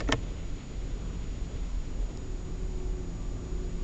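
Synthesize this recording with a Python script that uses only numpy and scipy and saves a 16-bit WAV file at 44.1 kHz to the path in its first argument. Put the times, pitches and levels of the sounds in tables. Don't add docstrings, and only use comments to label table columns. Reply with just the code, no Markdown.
import sys
import numpy as np
from scipy import signal
from scipy.fft import rfft, irfft
from scipy.io import wavfile
from scipy.ndimage import uniform_filter1d

SR = 44100
rng = np.random.default_rng(int(sys.argv[2]) if len(sys.argv) > 2 else 0)


def materialize(psi):
    bounded = np.clip(np.atleast_2d(psi).T, -1, 1)
    quanta = np.round(bounded * 32767).astype(np.int16)
    wavfile.write(sys.argv[1], SR, quanta)


def voltage_ratio(level):
    return 10 ** (np.asarray(level, float) / 20)


N = 168903
T = np.arange(N) / SR


def evened(x):
    return x / np.sqrt(np.mean(x ** 2) + 1e-20)


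def curve(points, axis=1):
    p = np.array(points, float)
    return np.interp(T, p[:, 0], p[:, axis])


def slow(rate_hz):
    z = rfft(rng.standard_normal(4096))
    x = irfft(z * np.exp(-(np.arange(len(z)) / T[-1] / rate_hz) ** 2))
    return evened(np.interp(T, np.linspace(0, T[-1], len(x)), x))


def noise(points, patchy_db, flicker_db, size=2048):
    hop = size // 4
    frames, hz = N // hop + 5, np.fft.rfftfreq(size, 1 / SR)
    real, imag, patches = rng.standard_normal((frames, len(hz), 3)).T
    patches = uniform_filter1d(patches, size=size // 100, axis=0)
    patches = evened(uniform_filter1d(patches, size=8, axis=1))
    flicker = evened(uniform_filter1d(rng.standard_normal(frames), size=4))
    f, db = np.transpose(points)
    colour_db = np.interp(np.log(hz + 1), np.log(f + 1), db, right=-90)[:, None]
    z = (real + 1j * imag) * voltage_ratio(colour_db + patchy_db * patches + flicker_db * flicker)
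    return evened(signal.istft(z, nperseg=size, noverlap=size - hop)[1][:N])


def tone(hz, width_hz, waver_db, rate_hz=5):
    turns = np.cumsum(hz + width_hz * slow(rate_hz)) / SR + rng.random()
    return np.sqrt(2) * np.sin(2 * np.pi * turns) * voltage_ratio(waver_db * slow(rate_hz))


def ring(modes, rise_s, damp=1):
    t = T[:9000]
    x = np.zeros(len(t))
    for hz, db, t60 in modes:
        x += voltage_ratio(db - 60 * t / (t60 * damp)) * np.sin(2 * np.pi * (hz * t + rng.random()))
    x = x * (1 - np.exp(-t / rise_s))
    return x / abs(x).max()


def crack(hz, width_hz, t60):
    t = T[:900]
    edges = [max(hz - width_hz / 2, 100), min(hz + width_hz / 2, 12000)]
    band = signal.butter(2, edges, "band", fs=SR, output="sos")
    x = signal.sosfilt(band, rng.standard_normal(len(t)) * voltage_ratio(-60 * t / t60))
    return x / abs(x).max()


def add(mix, s, sound):
    part = mix[round(s * SR):][:len(sound)]
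    part += sound[:len(part)]


def bursts(rows):
    x = np.zeros(N)
    for s, db, length, hz in rows:
        t = np.arange(0, length, 1 / SR)
        swell = np.sin(np.pi * t / length) ** 2
        add(x, s - length / 2, voltage_ratio(db) * swell * np.cos(2 * np.pi * hz * (t - length / 2)))
    return x


def load_rise(speed=1):
    begin_s, full_s = 2.2, 2.86
    return np.clip((T - begin_s) / (full_s - begin_s) * speed, 0, 1)


# time_s, pitch_hz, level_db
CABIN_BOOM = [(0.0, 44.2, -47), (0.05, 44.15, -32), (0.53, 44.04, -38.5), (0.65, 43.53, -62.5),
              (0.77, 43.76, -34.5), (1.78, 43.7, -36), (1.89, 43.6, -40), (1.95, 41.84, -39.5),
              (2.05, 41.1, -28.5), (2.18, 37.54, -45), (2.39, 39.25, -29.5), (2.46, 40.37, -45),
              (2.61, 39.66, -34), (2.93, 42.4, -33.5), (2.99, 40.76, -35), (3.58, 38.5, -38),
              (3.68, 37.4, -31), (3.83, 39.4, -42.5)]
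# pitch_hz, width_hz, level_db, gain_under_load_db
PUMP_HUMS = [(21.7, 2.04, -43, 1), (61, 4.1, -48.5, -0.5), (84, 6.1, -53.5, 1), (120.1, 9.9, -55, 2),
             (169, 0.48, -53.5, 4.5), (239.8, 2, -59.5, -7.5), (258.7, 1.08, -60, 5),
             (287.6, 5.03, -59.5, 0), (339, 0.84, -63.5, 6.5), (414, 6, -63.5, -2.2),
             (449.3, 3.005, -65, 0.5)]


def pump():
    hz, load = curve(CABIN_BOOM), load_rise()
    boom_level = voltage_ratio(curve(CABIN_BOOM, axis=2) - 2)
    x = boom_level * tone(hz, 0.062 * hz, waver_db=3.5, rate_hz=9.8)
    for hum_hz, width_hz, db, load_db in PUMP_HUMS:
        x = x + voltage_ratio(db + load_db * load) * tone(hum_hz, width_hz, waver_db=2.0)
    return x


# time_s, pitch_hz, level_db
MOTOR_LINE = [(0, 372.8, -62.5), (2.05, 371.6, -62.5), (2.16, 374, -55.5), (2.24, 375, -60),
              (2.31, 374.5, -50), (2.4, 371, -55), (2.48, 372.4, -47), (2.58, 372.5, -50),
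              (2.68, 372, -50.5), (2.82, 369.5, -47), (3.0, 368.2, -46), (3.07, 366, -53),
              (3.2, 364.6, -56.5), (3.42, 367, -52.5), (3.52, 369, -49), (3.64, 369, -47.5),
              (3.74, 362, -56), (3.83, 365, -44)]
# pitch_multiple, width_hz, level_db (against the main line)
MOTOR_PARTIALS = [(1, 1.06, 0.5), (1.929, 8.08, -20), (2.259, 2.6, -28.5), (3.03, 12, -27),
                  (3.169, 22, -29.5)]


def motor():
    hz = curve(MOTOR_LINE)
    lines = np.zeros(N)
    for multiple, width_hz, db in MOTOR_PARTIALS:
        lines += voltage_ratio(db) * tone(multiple * hz, width_hz, waver_db=1.6, rate_hz=11.9)
    return voltage_ratio(curve(MOTOR_LINE, axis=2)) * lines


# pitch_hz, level_db (per Hz)
WHIRR_COLOUR = [(1080, -39.5), (1135, -8.5), (1170, -0.5), (1205, -8.5), (1270, -40)]


def whirr():
    return voltage_ratio(-67.5) * load_rise(speed=2) * noise(WHIRR_COLOUR, patchy_db=0.5, flicker_db=2.0)


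# time_s, level_db
FINGER_SLIDE = [
    (.070, -65),
    (.080, -44),
    (.092, -46),
    (.105, -44.5),
    (.118, -35.5),
    (.123, -51),
    (.127, -76.5),
]
# pitch_hz, level_db (per Hz)
FINGER_COLOUR = [(200, -3.5), (900, 4), (1650, -13.5), (1900, -2.5), (2200, -17), (4500, -26),
                 (6200, -13.5), (7500, -21)]
# centre_s, level_db, length_s, pitch_hz
PLASTIC_CREAKS = [(.0045, -39, 0.0049, 5020), (.0045, -37.5, 0.0029, 3670), (.0060, -36, 0.0025, 2750),
                  (.0788, -39, 0.0074, 1910), (.0835, -48, .006, 5900), (.0860, -44, 0.0036, 2180),
                  (.0888, -45, .005, 3400), (.0888, -44, .004, 6450), (.0895, -49, .004, 5000),
                  (.0920, -47, 0.0034, 3920), (.1075, -43, .005, 1860), (.1130, -39, 0.0087, 1910),
                  (.1130, -50, 0.0042, 5800), (.1190, -40, .004, 6350), (.1215, -37, 0.0042, 4900),
                  (.1320, -39, 0.0036, 6400)]


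def finger():
    rub = voltage_ratio(curve(FINGER_SLIDE)) * noise(FINGER_COLOUR, patchy_db=1.0, flicker_db=6.0, size=256)
    return rub + bursts(PLASTIC_CREAKS)


# pitch_hz, level_db, ring_time_s (to fall 60 dB)
COVER_MODES = [(705, -5, .025), (920, -7, 0.011), (1130, 0.5, 0.011), (1330, -4, 0.019), (1490, -4, 0.014),
               (1754, -7, 0.019), (1887, -15, 0.11), (2180, -4.5, 0.016), (2530, -7, 0.014),
               (3140, -13, 0.0063), (3620, -14, .008), (4100, -15, 0.008), (5080, -18, 0.0087),
               (5600, -16, .01)]
# pitch_hz, level_db, ring_time_s (to fall 60 dB)
LINING_MODES = [(122, -6.5, 0.16), (164, -3, 0.038), (203, -8.5, 0.039), (281.6, 3, 0.04),
                (346, -10, 0.039), (427, -4, 0.048), (468, -3.5, 0.055), (571, -7.5, 0.06),
                (647, -4, 0.037)]
# start_s, cover_level_db, lining_level_db, crack_level_db
SWITCH_BLOWS = [(.0038, -28, -41, -39), (.0052, -34, -44, -37), (.0066, -30.5, -41, -44),
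                (.0110, -36, -37, -39), (0.017, -36, -30.5, -60), (0.078, -39, -41, -57),
                (.0880, -26.5, -22, -41), (0.0899, -36, -27.5, -53), (.0990, -32.5, -36.5, -58),
                (.1060, -40, -33, -56), (0.121, -36, -25.5, -23), (0.1228, -39, -36, -27),
                (0.1266, -28, -30.5, -32), (0.1284, -25, -27.5, -36), (0.1291, -26, -24, -47),
                (0.1310, -26, -29.5, -38), (0.1361, -27.5, -44, -48), (.1400, -38, -29, -58),
                (0.146, -39.5, -51, -61)]


def blows():
    x = np.zeros(N)
    for s, cover_db, lining_db, crack_db in SWITCH_BLOWS:
        add(x, s, voltage_ratio(cover_db) * ring(COVER_MODES, rise_s=0.00015, damp=0.88))
        add(x, s, voltage_ratio(lining_db) * ring(LINING_MODES, rise_s=0.0019))
        add(x, s, voltage_ratio(crack_db) * crack(hz=4880, width_hz=4900, t60=0.018))
    return x


# centre_s, level_db, length_s, pitch_hz
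SPRING_SNAP = [
    (.1244, -12.5, .0016, 3100),
    (.1251, -11, .0018, 1850),
    (.1254, -14, .0026, 1050),
    (.1257, -20, .0014, 2700),
    (.1245, -21, .0016, 5550),
    (.1243, -23, .0014, 7300),
    (.1258, -27, .0016, 5000),
    (.1242, -25, .0012, 8600),
    (.1246, -24, .0012, 4100),
]
# centre_s, level_db, length_s, pitch_hz
COVER_PATCHES = [(.0090, -35.5, 0.017, 575), (.0070, -38.5, 0.0061, 1740), (.0090, -36, .010, 1200),
                 (.0915, -30.5, 0.012, 1350), (.0960, -29, 0.02, 432), (.0950, -34.5, 0.027, 287),
                 (.0930, -32, .010, 840), (.1330, -33, 0.013, 1220), (0.12, -32, 0.0045, 1640),
                 (.1420, -37, 0.0086, 940), (0.152, -52, .05, 1900)]


def switch():
    x = finger() + blows() + bursts(SPRING_SNAP) + bursts(COVER_PATCHES)
    t = T[:6000]
    tail = rng.standard_normal(len(t)) * voltage_ratio(-60 * t / 0.039) * (t > .002)
    tail = signal.lfilter([1], [1, -.6], tail)
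    return x + voltage_ratio(-14.5) * signal.oaconvolve(x, tail / np.linalg.norm(tail))[:N]


# pitch_hz, level_db (per Hz)
ROAR_COLOUR = [(8.8, -26.5), (15, 6.5), (32, -2.5), (54, -5.5), (92, -7.5), (354, -20.5), (540, -25.5),
               (1500, -39), (1950, -68.5), (3300, -120)]
# pitch_hz, level_db (per Hz)
SPRAY_COLOUR = [(700, -18.5), (1200, -15), (2000, 0.5), (2700, -1), (3300, -1), (3900, -4), (5000, -10.5),
                (7000, -25)]
# time_s, level_db
SPRAY_LEVEL = [(0, -58), (.9, -60), (1.15, -60), (1.6, -59.5), (2.1, -63.5), (2.6, -67), (3.3, -66.5),
               (3.83, -61.5)]


def water():
    roar = voltage_ratio(-38) * noise(ROAR_COLOUR, patchy_db=1.24, flicker_db=0.5, size=4096)
    spray = noise(SPRAY_COLOUR, patchy_db=0.0, flicker_db=-1.3, size=1024)
    return roar + voltage_ratio(curve(SPRAY_LEVEL)) * spray


# centre_s, length_s, level_db
WATER_SHEETS = [
    (1.09, 0.42, -59),
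    (3.448, 0.49, -68),
]
# pitch_hz, level_db (per Hz)
WATER_SHEET_COLOUR = [(400, -6), (600, -5), (900, -10), (1150, -2.5), (1350, -3), (1600, -8), (2200, -24)]


def sheets():
    swell = np.zeros(N)
    for s, length, db in WATER_SHEETS:
        swell += voltage_ratio(db) * np.cos(np.pi * np.clip((T - s) / length, -.5, .5)) ** 2
    return swell * noise(WATER_SHEET_COLOUR, patchy_db=0.5, flicker_db=1.5, size=1024)


# centre_s, level_db, length_s, pitch_hz
HOUSING_TICK = [
    (2.1737, -38, .0009, 5200),
    (2.1741, -43, .0012, 6000),
    (2.1738, -41, .0012, 8000),
]
# pitch_hz, level_db (per Hz)
HISS_COLOUR = [(590, -32), (1000, -5), (1650, -4), (4000, -8.5), (6500, -8.5), (7300, -9), (9200, -9)]


def camera():
    whine_level = voltage_ratio(-63 + .4 * slow(rate_hz=4))
    whine = whine_level * np.sqrt(2) * np.sin(2 * np.pi * 6903.2 * T)
    hiss = voltage_ratio(-58) * noise(HISS_COLOUR, patchy_db=0.4, flicker_db=0.0, size=1024)
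    return whine + bursts(HOUSING_TICK) + hiss


def scene():
    return (pump() + motor() + whirr() + switch() + water() + sheets() + camera())[None]


def top_cut(x):
    return signal.sosfilt(signal.butter(12, 9100, fs=SR, output="sos"), x)


# pitch_hz, level_db
TREBLE_ROLL_OFF = [(0, -0.5), (7300, 0), (7900, -7.5), (8500, -17.5), (8900, -28), (9150, -59.5),
                   (9500, -110), (22050, -130)]


def record(dry):
    bins, z = np.fft.rfftfreq(N, 1 / SR), rfft(dry)
    high = 1 / (1 + np.exp(-(bins - 7900) / 150))
    flutter = voltage_ratio(2.5 * slow(rate_hz=90))
    x = irfft(z * (1 - high), N) + irfft(z * high, N) * flutter
    hz, db = np.transpose(TREBLE_ROLL_OFF)
    x = irfft(rfft(x) * voltage_ratio(np.interp(bins, hz, db)), N)
    return top_cut(x)


dry = scene()
out = record(dry)
materialize(out)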